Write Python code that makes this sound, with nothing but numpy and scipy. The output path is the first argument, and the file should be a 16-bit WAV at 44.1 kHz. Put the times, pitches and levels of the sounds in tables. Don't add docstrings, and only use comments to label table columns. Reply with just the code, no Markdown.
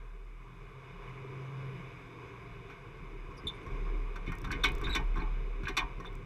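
import sys
import numpy as np
from scipy import signal
from scipy.io import wavfile
from scipy.ndimage import uniform_filter1d

SR = 44100
rng = np.random.default_rng(int(sys.argv[2]) if len(sys.argv) > 2 else 0)


def wav_record(signal):
    frames = np.transpose(np.atleast_2d(signal))
    bounded = np.clip(frames, -1, 1)
    quanta = np.round(bounded * 32767).astype(np.int16)
    wavfile.write(sys.argv[1], SR, quanta)


N = 275625
T = np.arange(N) / SR

# time in seconds, pitch in Hz, mean rms level in dB.
FIRING = [(0.3, 121.9, -63), (0.5, 124.1, -59), (0.75, 131.9, -56.5), (0.95, 127, -64), (1.05, 126.9, -52),
          (1.3, 132.5, -45), (1.5, 134.7, -42.5), (1.68, 132.9, -40.5), (1.79, 130.5, -50),
          (1.9, 129.4, -48), (2.0, 123, -57), (2.2, 119.3, -51.5), (2.43, 116.6, -53.5), (2.6, 111.7, -62),
          (2.75, 114.4, -77), (2.9, 132.2, -57.5), (3.2, 127, -60)]
# time in seconds, mean roar level in dB, low rumble level in dB.
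ROAR_LEVELS = [(0.0, -60.5, -58.5), (0.35, -61, -58.5), (1.06, -52, -49.5), (1.6, -52, -47.5),
               (2.19, -52.5, -50), (2.6, -53.5, -51), (3.08, -56.5, -52), (3.76, -51, -47.5),
               (4.18, -53.5, -49.5), (4.5, -51.5, -47), (4.94, -47, -45), (5.07, -53, -50), (5.5, -54, -50),
               (6.13, -54, -49.5), (6.25, -58, -52)]
# centre in Hz, nominal width in Hz, relative level in dB.
CABIN_MODES = [(690, 46, -10.5), (1072.5, 190, -4.5), (1540, 232, -13), (2241, 252, -8.5),
               (2479, 110, -12.5), (2935, 58, -16), (3544, 325, -22), (4990, 240, -30), (5740, 220, -36),
               (6310, 600, -37), (7740, 370, -41.5), (9300, 460, -48), (10900, 1500, -45.5)]
# centre in Hz, nominal width in Hz, relative level in dB when the engine
# shakes it, relative level in dB when a wheel strikes it.
FRAME_MODES = [(85, 33.8, -7.5, 3.5), (122.1, 26.8, 1.5, 0.5), (171.3, 15.2, -4, 0),
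               (275.5, 20.5, -10.5, 1), (321.5, 48.6, -9.5, 1.5), (398.4, 29, -1.5, 4),
               (452.4, 51.7, -8, -10), (509, 95, -23, -14)]
# time in seconds, mean rms level in dB.
BOOM_LEVELS = [(0.0, -41.5), (0.05, -42), (0.43, -48), (0.54, -58), (0.61, -48), (0.85, -63), (0.99, -47.5),
               (1.36, -62), (1.46, -79), (1.55, -62), (1.81, -54), (2.4, -76), (2.47, -53.5), (2.82, -55.5),
               (3.25, -43), (3.38, -59), (3.46, -48), (3.55, -53), (3.64, -53), (3.69, -38.5),
               (3.76, -35.5), (3.97, -31), (4.18, -39.5), (4.3, -36.5), (4.4, -43), (4.47, -37),
               (4.51, -47.5), (4.55, -37.5), (4.61, -33.5), (4.74, -32), (4.82, -38), (4.88, -35),
               (4.96, -40.5), (5.08, -29), (5.2, -31.5), (5.3, -30.5), (5.45, -33.5), (5.61, -36),
               (5.67, -46), (5.74, -42), (5.78, -52), (5.845, -34), (5.89, -50), (5.97, -39.5), (6.04, -54),
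               (6.09, -44), (6.18, -40.5), (6.25, -54)]
# time in seconds, mean pitch in Hz.
BOOM_PITCH = [(0, 38.5), (.5, 37.5), (2.8, 36.86), (3.3, 35.75), (4.4, 35.54), (4.8, 36.7), (5.1, 35.63),
              (6.25, 36.04)]
# start in seconds, peak before scatter in dB, run length in seconds.
TICK_RUNS = [(4.3205, -45.5, .09), (4.687, -44, .12), (5.0107, -60, .06), (5.16, -57, 0), (5.24, -66, .03),
             (5.324, -65, 0), (6.067, -57, 0), (6.128, -59, 0), (6.1527, -51.5, 0)]
# centre in Hz, width in Hz, relative level in dB.
TICK_MODES = [(5800, 990, -0.5), (7830, 260, 2.5), (9700, 1200, -5), (12600, 1100, -8.5),
              (14100, 820, -5.5)]
# start in seconds, nominal level in dB, starting pitch in Hz, pitch drift in Hz per
# second (mostly none or slight), swell time constant in seconds (before squaring), held time in seconds,
# second partial in Hz, second partial level in dB, third harmonic level in dB (both against the main tone).
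SQUEAKS = [(3.369, -62, 5660, -15000, .001, 0.014, 11300, -7, -50),
           (3.374, -59, 4830, 5000, .002, 0.026, 9500, -4, -50),
           (3.468, -30.5, 3570, 0, .004, 0.0052, 7500, -21.5, -16.5),
           (3.479, -36, 3550, -1000, 0.0015, 0.019, 6600, -24, -25),
           (3.503, -50, 3600, 0, .002, 0.0086, 7200, -40, -40),
           (3.522, -63, 3550, 0, 0.0032, 0.026, 7200, -40, -40),
           (3.543, -74, 9150, 0, .002, 0.02, 12000, -40, -50),
           (3.625, -77, 9100, 0, .003, 0.013, 12000, -40, -50),
           (4.446, -50, 3620, 0, .001, 0.0099, 7300, -30, -24),
           (4.633, -26, 3577, 0, 0.0046, 0.0066, 7100, -34, -35),
           (4.845, -47, 3860, 0, .003, .016, 7700, -30, -35),
           (4.838, -38.5, 3630, -500, 0.0021, 0.029, 6900, -19, -24),
           (4.891, -41, 3860, 0, .003, 0.024, 7840, -12, -17),
           (4.928, -42, 3630, 0, .003, 0.019, 7300, -30, -35),
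           (4.924, -39, 3860, -500, 0.0037, 0.02, 7750, -12, -24),
           (6.052, -49, 3550, -1, .002, 0.028, 7100, -38, -32)]
# start in seconds, nominal peak in dB, pitch of the blow in Hz,
# level in dB given to the second body mode.
THUDS = [(2.999, -42, 141, -58), (3.287, -38, 110, -50), (3.435, -36, 400, -60), (3.45, -31, 120, -48),
         (3.615, -41, 280, -60), (3.669, -33.5, 109, -48), (3.7, -38.5, 390, -60), (3.717, -35, 130, -46),
         (3.93, -38.5, 390, -58), (4.275, -28, 170, -50), (4.298, -37, 150, -49), (4.429, -35, 150, -52),
         (4.469, -31.5, 150, -45), (4.495, -31, 130, -55), (4.516, -33.5, 290, -50), (4.549, -34, 170, -46),
         (4.64, -30, 270, -35), (4.68, -36, 330, -45), (4.7, -31.5, 151, -38), (4.8, -38, 130, -40),
         (4.829, -33, 380, -45), (4.86, -28.5, 130, -32.5), (4.88, -33, 300, -45), (4.9, -36, 120, -42),
         (4.955, -28.5, 225, -48), (4.995, -33.5, 169, -52), (5.141, -36, 170, -55),
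         (5.165, -33.5, 370, -55), (5.18, -30, 149, -43), (5.22, -33.5, 300, -47), (5.601, -34, 400, -48),
         (5.633, -28.5, 120, -50), (5.69, -32.5, 300, -50), (5.775, -33.5, 308, -54),
         (5.829, -39.5, 250, -47), (5.979, -37, 151, -52), (6.0, -40, 400, -58)]
# start in seconds, nominal peak in dB, pitch of the blow in Hz,
# treble share in dB, rattle t60 in seconds.
CLUNKS = [(2.699, -42, 1310, -17.5, 0.12), (3.308, -42.5, 1070, -25, .07), (3.388, -43, 930, -39, .09),
          (3.663, -37.5, 1114, -22, .07), (3.866, -38.5, 1094, -33, 0.057), (4.157, -35, 1360, -17, 0.04),
          (4.262, -41, 2200, -18, 0.063), (4.276, -36, 2220, -25, 0.083), (4.295, -41, 1120, -30, 0.063),
          (4.318, -32.5, 1410, -22, 0.054), (4.442, -33.5, 1310, -15.5, 0.062),
          (4.47, -37.5, 1200, -21, .08), (4.505, -27.5, 1513, -30, 0.2), (4.514, -36, 2020, -2, 0.038),
          (4.526, -30.5, 2170, -25, 0.083), (4.53, -35, 1080, -35, .08), (4.638, -18.5, 1500, -9.5, 0.018),
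          (4.642, -22.5, 1106, -32, 0.039), (4.644, -23, 3280, -22, 0.082), (4.648, -18, 2230, -17, 0.033),
          (4.658, -25.5, 2330, -20, 0.13), (4.812, -34.5, 1150, -22, 0.072), (4.837, -39, 1980, -14, 0.054),
          (4.869, -29, 1605, -26, 0.1), (4.898, -36, 1580, -25, .08), (4.92, -36, 2160, -28, .07),
          (4.948, -29.5, 1554, -29, .03), (4.949, -23.5, 2400, -7.5, 0.07), (4.953, -30, 1135, -26, .05),
          (4.954, -33, 3330, -11, 0.061), (4.961, -24, 2170, -24, 0.057), (4.995, -34, 870, -39, 0.076),
          (5.142, -42.5, 2170, -31, 0.099), (5.157, -32.5, 1060, -27, 0.065),
          (5.168, -47.5, 3600, -22, 0.076), (5.172, -33, 1125, -23, 0.064), (5.19, -35, 1560, -29, .08),
          (5.201, -50, 4110, -22, .05), (5.208, -34.5, 866, -43, 0.099), (5.218, -38, 2280, -28, .05),
          (5.24, -39.5, 860, -40, 0.073), (5.262, -43, 854, -43, .08), (5.633, -38, 1460, -17.5, 0.098),
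          (5.654, -36.5, 2400, -25, .06), (5.67, -26.5, 1570, -38, 0.039), (5.681, -28, 1626, -12.5, 0.096),
          (5.704, -40, 2160, -27, 0.042), (5.768, -22, 2410, -8, 0.044), (5.773, -21.5, 1133, -10.5, 0.07),
          (5.775, -24, 3530, -21, 0.068), (5.786, -21, 2410, -30, 0.03), (5.806, -27.5, 1060, -39, 0.12),
          (5.999, -35.5, 1090, -20, 0.033), (6.046, -38.5, 1040, -22, 0.08)]
# mode in Hz, relative level in dB, nominal t60 in seconds.
PANEL_MODES = [(696, -7.5, 0.24), (742.5, -1.5, 0.33), (854, -9, 0.21), (892.6, -2.5, 0.22),
               (935, -2, 0.23), (1022, -6.5, 0.13), (1084.5, 1, 0.077), (1159, -3, 0.11),
               (1536, -1.5, 0.074), (1603, -8, 0.11), (1855, -2.5, 0.21), (2133, -3, 0.15), (2230, 0, 0.1),
               (2275, -5.5, 0.18), (2360, -6.5, 0.14), (2423, 1, 0.11), (2490, -7.5, 0.33),
               (3003, -6, 0.12), (3280, -14.5, 0.12), (3562, -4.5, 0.057), (3580, -10, 0.1),
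               (3840, -7.5, 0.056), (4105, -13, 0.092)]
# centre in Hz, nominal width in Hz, relative level in dB.
CRACK_MODES = [(5120, 850, -46), (4150, 530, 11), (5690, 230, 14.5), (7040, 340, 4.5), (6060, 220, -17),
               (7600, 240, 3), (10700, 590, -8.5), (11380, 590, 0), (13200, 970, -32)]

HISS_DB, TOP_HZ = -82, 15300
SECOND_HZ, SECOND_IDLE_DB, SECOND_RISE_S, SECOND_T60_S = 50.9, -64.5, 0.013, 0.71
SWAY_HZ, SWAY_WIDTH_HZ, SWAY_DB = 25, 16, -0.5
TICK_PERIOD_S, TICK_SCATTER_DB = 0.032, 1.5
RASP_DB, RASP_WIDTH_HZ, GRIT_DB = -16, 220, -28
GRIP_SAG_DB_PER_S = 66
TWIN_RATIO, TWIN_DB = 1.035, -7
THUD_T60_S, PUSH_S, PUSH_GAIN = 0.08, 0.0018, 3.6
THUD_FOCUS_DB, THUD_CREST_DB = 8, 10
RATTLE_S, FIRST_BLOW = 0.007, 23.5
SHUDDER_DB, SHUDDER_T60_S = -9.5, 0.2
STRUCK_DB, STRUCK_Q = -2.5, 19
FOCUS_DB, FOCUS_PER_DULL_DB = -4.5, 0.62


def undb(db):
    return 10 ** (np.asarray(db) / 20)


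def level(x, db):
    return x * undb(db) / np.sqrt(np.mean(x ** 2))


def peaked(x, crest_db):
    return x * undb(-crest_db) / np.sqrt(np.mean(x[:SR // 50] ** 2))


def curves(table):
    s, *columns = np.transpose(table)
    return [np.interp(T, s, c) for c in columns]


def band(x, hz, width):
    return signal.lfilter(*signal.iirpeak(min(hz, .45 * SR), hz / width, fs=SR), x)


def body(x, peaks):
    out = 0
    for k, (hz, width, db) in enumerate(peaks):
        out = out + (-1) ** k * undb(db) * band(x, hz, width)
    return out


def walk(rate):
    k = int(SR / rate)
    steps = np.repeat(rng.standard_normal(N // k + 1), k)
    return 1.32 * uniform_filter1d(uniform_filter1d(steps, k), k)[:N]


def add(out, s, x):
    i = int(s * SR)
    out[i:i + len(x)] += x[:N - i]


def shape(held, t60, rise):
    t = np.arange(SR // 3) / SR
    fall = undb(-60 * np.maximum(t - held, 0) / max(t60, .003))
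    return (1 - np.exp(-t / rise)) * fall, t


def tone(hz, db):
    return np.sqrt(2) * undb(db) * np.sin(2 * np.pi * np.cumsum(hz) / SR)


def engine():
    hz, db = curves(FIRING)
    fade = np.clip(np.minimum(T - FIRING[0][0], FIRING[-1][0] - T) / 0.072, 0, 1)
    fundamental = tone(hz * (1 + 0.0025 * walk(8.8)), db + 0.71 * walk(15))
    hum = fade * (fundamental + tone(2 * hz, db - 31.0))
    roar_db, rumble_db = curves(ROAR_LEVELS)
    beat = 1 + 0.12 * np.sin(2 * np.pi * np.cumsum(hz) / SR)
    roar, rumble = np.zeros(N), np.zeros(N)
    for f, w, g in CABIN_MODES:
        noise = beat * rng.standard_normal(N)
        roar += undb(g + 0.78 * walk(9.8)) * band(band(noise, f, 1.08 * w), f, 3 * w)
    for f, w, g, _ in FRAME_MODES:
        noise = rng.standard_normal(N)
        rumble += undb(g + 2.22 * walk(11)) * band(band(noise, f, 1.6 * w), f, 3 * w)
    surge_db = 0.72 * walk(14)
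    return hum + level(roar, 0) * undb(roar_db + surge_db) + level(rumble, 0) * undb(rumble_db)


def boom():
    (hz,), (db,) = curves(BOOM_PITCH), curves(BOOM_LEVELS)
    lowest = tone(hz * (1 + 0.0099 * walk(5.99)), db + 1.1 * walk(8.1))
    power = undb(2 * (SECOND_IDLE_DB + 4.8 * walk(6.8)))
    for s, _, _, ring_db in THUDS:
        t = np.maximum(T - s, 0)
        rise = 1 - np.exp(-t / SECOND_RISE_S)
        power += undb(2 * ring_db - 120 * t / SECOND_T60_S) * rise ** 2
    second_db = 10 * np.log10(power)
    second = tone(SECOND_HZ * (1 + 0.042 * walk(14)), second_db + 2.0 * walk(6.9))
    shaking = band(band(rng.standard_normal(N), SWAY_HZ, SWAY_WIDTH_HZ), SWAY_HZ, 2 * SWAY_WIDTH_HZ)
    return lowest + second + undb(second_db) * level(shaking, SWAY_DB)


def ticks():
    out = np.zeros(N)
    env, t = shape(0.00057, 0.007, 0.00029)
    for start, db, length in TICK_RUNS:
        for s in start + TICK_PERIOD_S * np.arange(round(length / TICK_PERIOD_S) + 1):
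            tap = body(env * rng.standard_normal(len(t)), TICK_MODES)
            add(out, s, undb(db + TICK_SCATTER_DB * rng.standard_normal()) * tap / np.abs(tap).max())
    return out


def squeaks():
    out = np.zeros(N)
    waver = .15 * walk(60) + .8 * walk(1500)
    throb = np.tanh(walk(200))
    for s, db, hz, drift, swell, held, second_hz, second_db, third_db in SQUEAKS:
        env, t = shape(held, 0.081, swell)
        part = slice(int(s * SR), int(s * SR) + len(t))
        env = env * undb(-GRIP_SAG_DB_PER_S * t)
        env = env ** 2 / env.max() ** 2
        length = len(waver[part])
        env, t = env[:length], t[:length]
        pitch_ratio = (1 + drift * np.minimum(t, held) / hz) * (1 + 0.023 * waver[part])
        turns = 2 * np.pi * np.cumsum(pitch_ratio) / SR
        twin = undb(TWIN_DB) * np.sin(TWIN_RATIO * hz * turns + 2 * np.pi * rng.random())
        rub = rng.standard_normal(len(t))
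        rasp = level(band(band(rub, 1.07 * hz, RASP_WIDTH_HZ), 0.91 * hz, 2 * RASP_WIDTH_HZ), RASP_DB)
        grit = level(band(band(rub, 2.1 * hz, 2.2 * hz), 2.1 * hz, 2.2 * hz), GRIT_DB)
        second = undb(second_db) * np.sin(second_hz * turns)
        third = undb(third_db) * np.sin(3 * hz * turns)
        voice = np.sin(hz * turns) + twin + rasp + np.exp(-t / 0.015) * (grit + second + third)
        slip = undb(db + 2.3 * throb[part]) * env * voice
        add(out, s, slip + 0.39 * band(slip, hz, 35))
    return out


def thuds():
    out = np.zeros(N)
    for s, db, pitch_hz, _ in THUDS:
        env, t = shape(0.02, THUD_T60_S, 0.0035)
        contact = PUSH_GAIN * np.sin(np.pi * np.minimum(t / PUSH_S, 1))
        push = env * rng.standard_normal(len(t)) + contact
        blow = np.zeros(len(t))
        for f, w, _, g in FRAME_MODES:
            near_db = -THUD_FOCUS_DB * np.log2(f / pitch_hz) ** 2
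            blow += undb(g + near_db) * band(band(push, f, 1.06 * w), f, 1.86 * w)
        add(out, s, undb(db) * peaked(blow, THUD_CREST_DB))
    return out


def clunks():
    out = np.zeros(N)
    for s, db, pitch_hz, treble_db, t60 in CLUNKS:
        env, t = shape(RATTLE_S, t60, 0.00061)
        steps = np.repeat(rng.standard_normal(len(t) // 100 + 1), 100)
        bounces = undb(2.0 * uniform_filter1d(steps, size=30)[:len(t)])
        shudder = undb(SHUDDER_DB - 60 * t / SHUDDER_T60_S)
        rattle = (env + shudder) * bounces * rng.standard_normal(len(t))
        crack = np.zeros(len(t))
        for f, w, g in CRACK_MODES:
            crack += undb(g) * band(band(rattle * np.exp(-t * f / 300), f, 2.4 * w), f, 2.4 * w)
        rattle[0] = FIRST_BLOW
        struck_width = pitch_hz / STRUCK_Q
        ring = undb(STRUCK_DB) * band(band(rattle, pitch_hz, struck_width), pitch_hz, 2 * struck_width)
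        strike = rng.standard_normal(len(PANEL_MODES))
        octave_loss_db = FOCUS_DB - FOCUS_PER_DULL_DB * treble_db
        for (hz, g, decay), luck in zip(PANEL_MODES, strike):
            near_db = -octave_loss_db * np.log2(hz / pitch_hz) ** 2
            softened = band(band(rattle, hz, hz), hz, 0.33 * hz)
            ring = ring + undb(g + near_db + 2 * luck) * band(softened, hz, 3.0 / decay)
        add(out, s, undb(db) * (peaked(ring, 10.43) + undb(treble_db) * peaked(crack, 10.75)))
    return out


def scene():
    return (engine() + boom() + ticks() + squeaks() + thuds() + clunks())[None, :]


def record(dry):
    hiss = level(band(rng.standard_normal(N), 5600, 6800), HISS_DB)
    rounded = np.tanh(4 * (dry + hiss)) / 4
    top_cut = signal.ellip(10, .5, 80, TOP_HZ, fs=SR, output="sos")
    return signal.sosfilt(top_cut, rounded)


dry = scene()
out = record(dry)
wav_record(out)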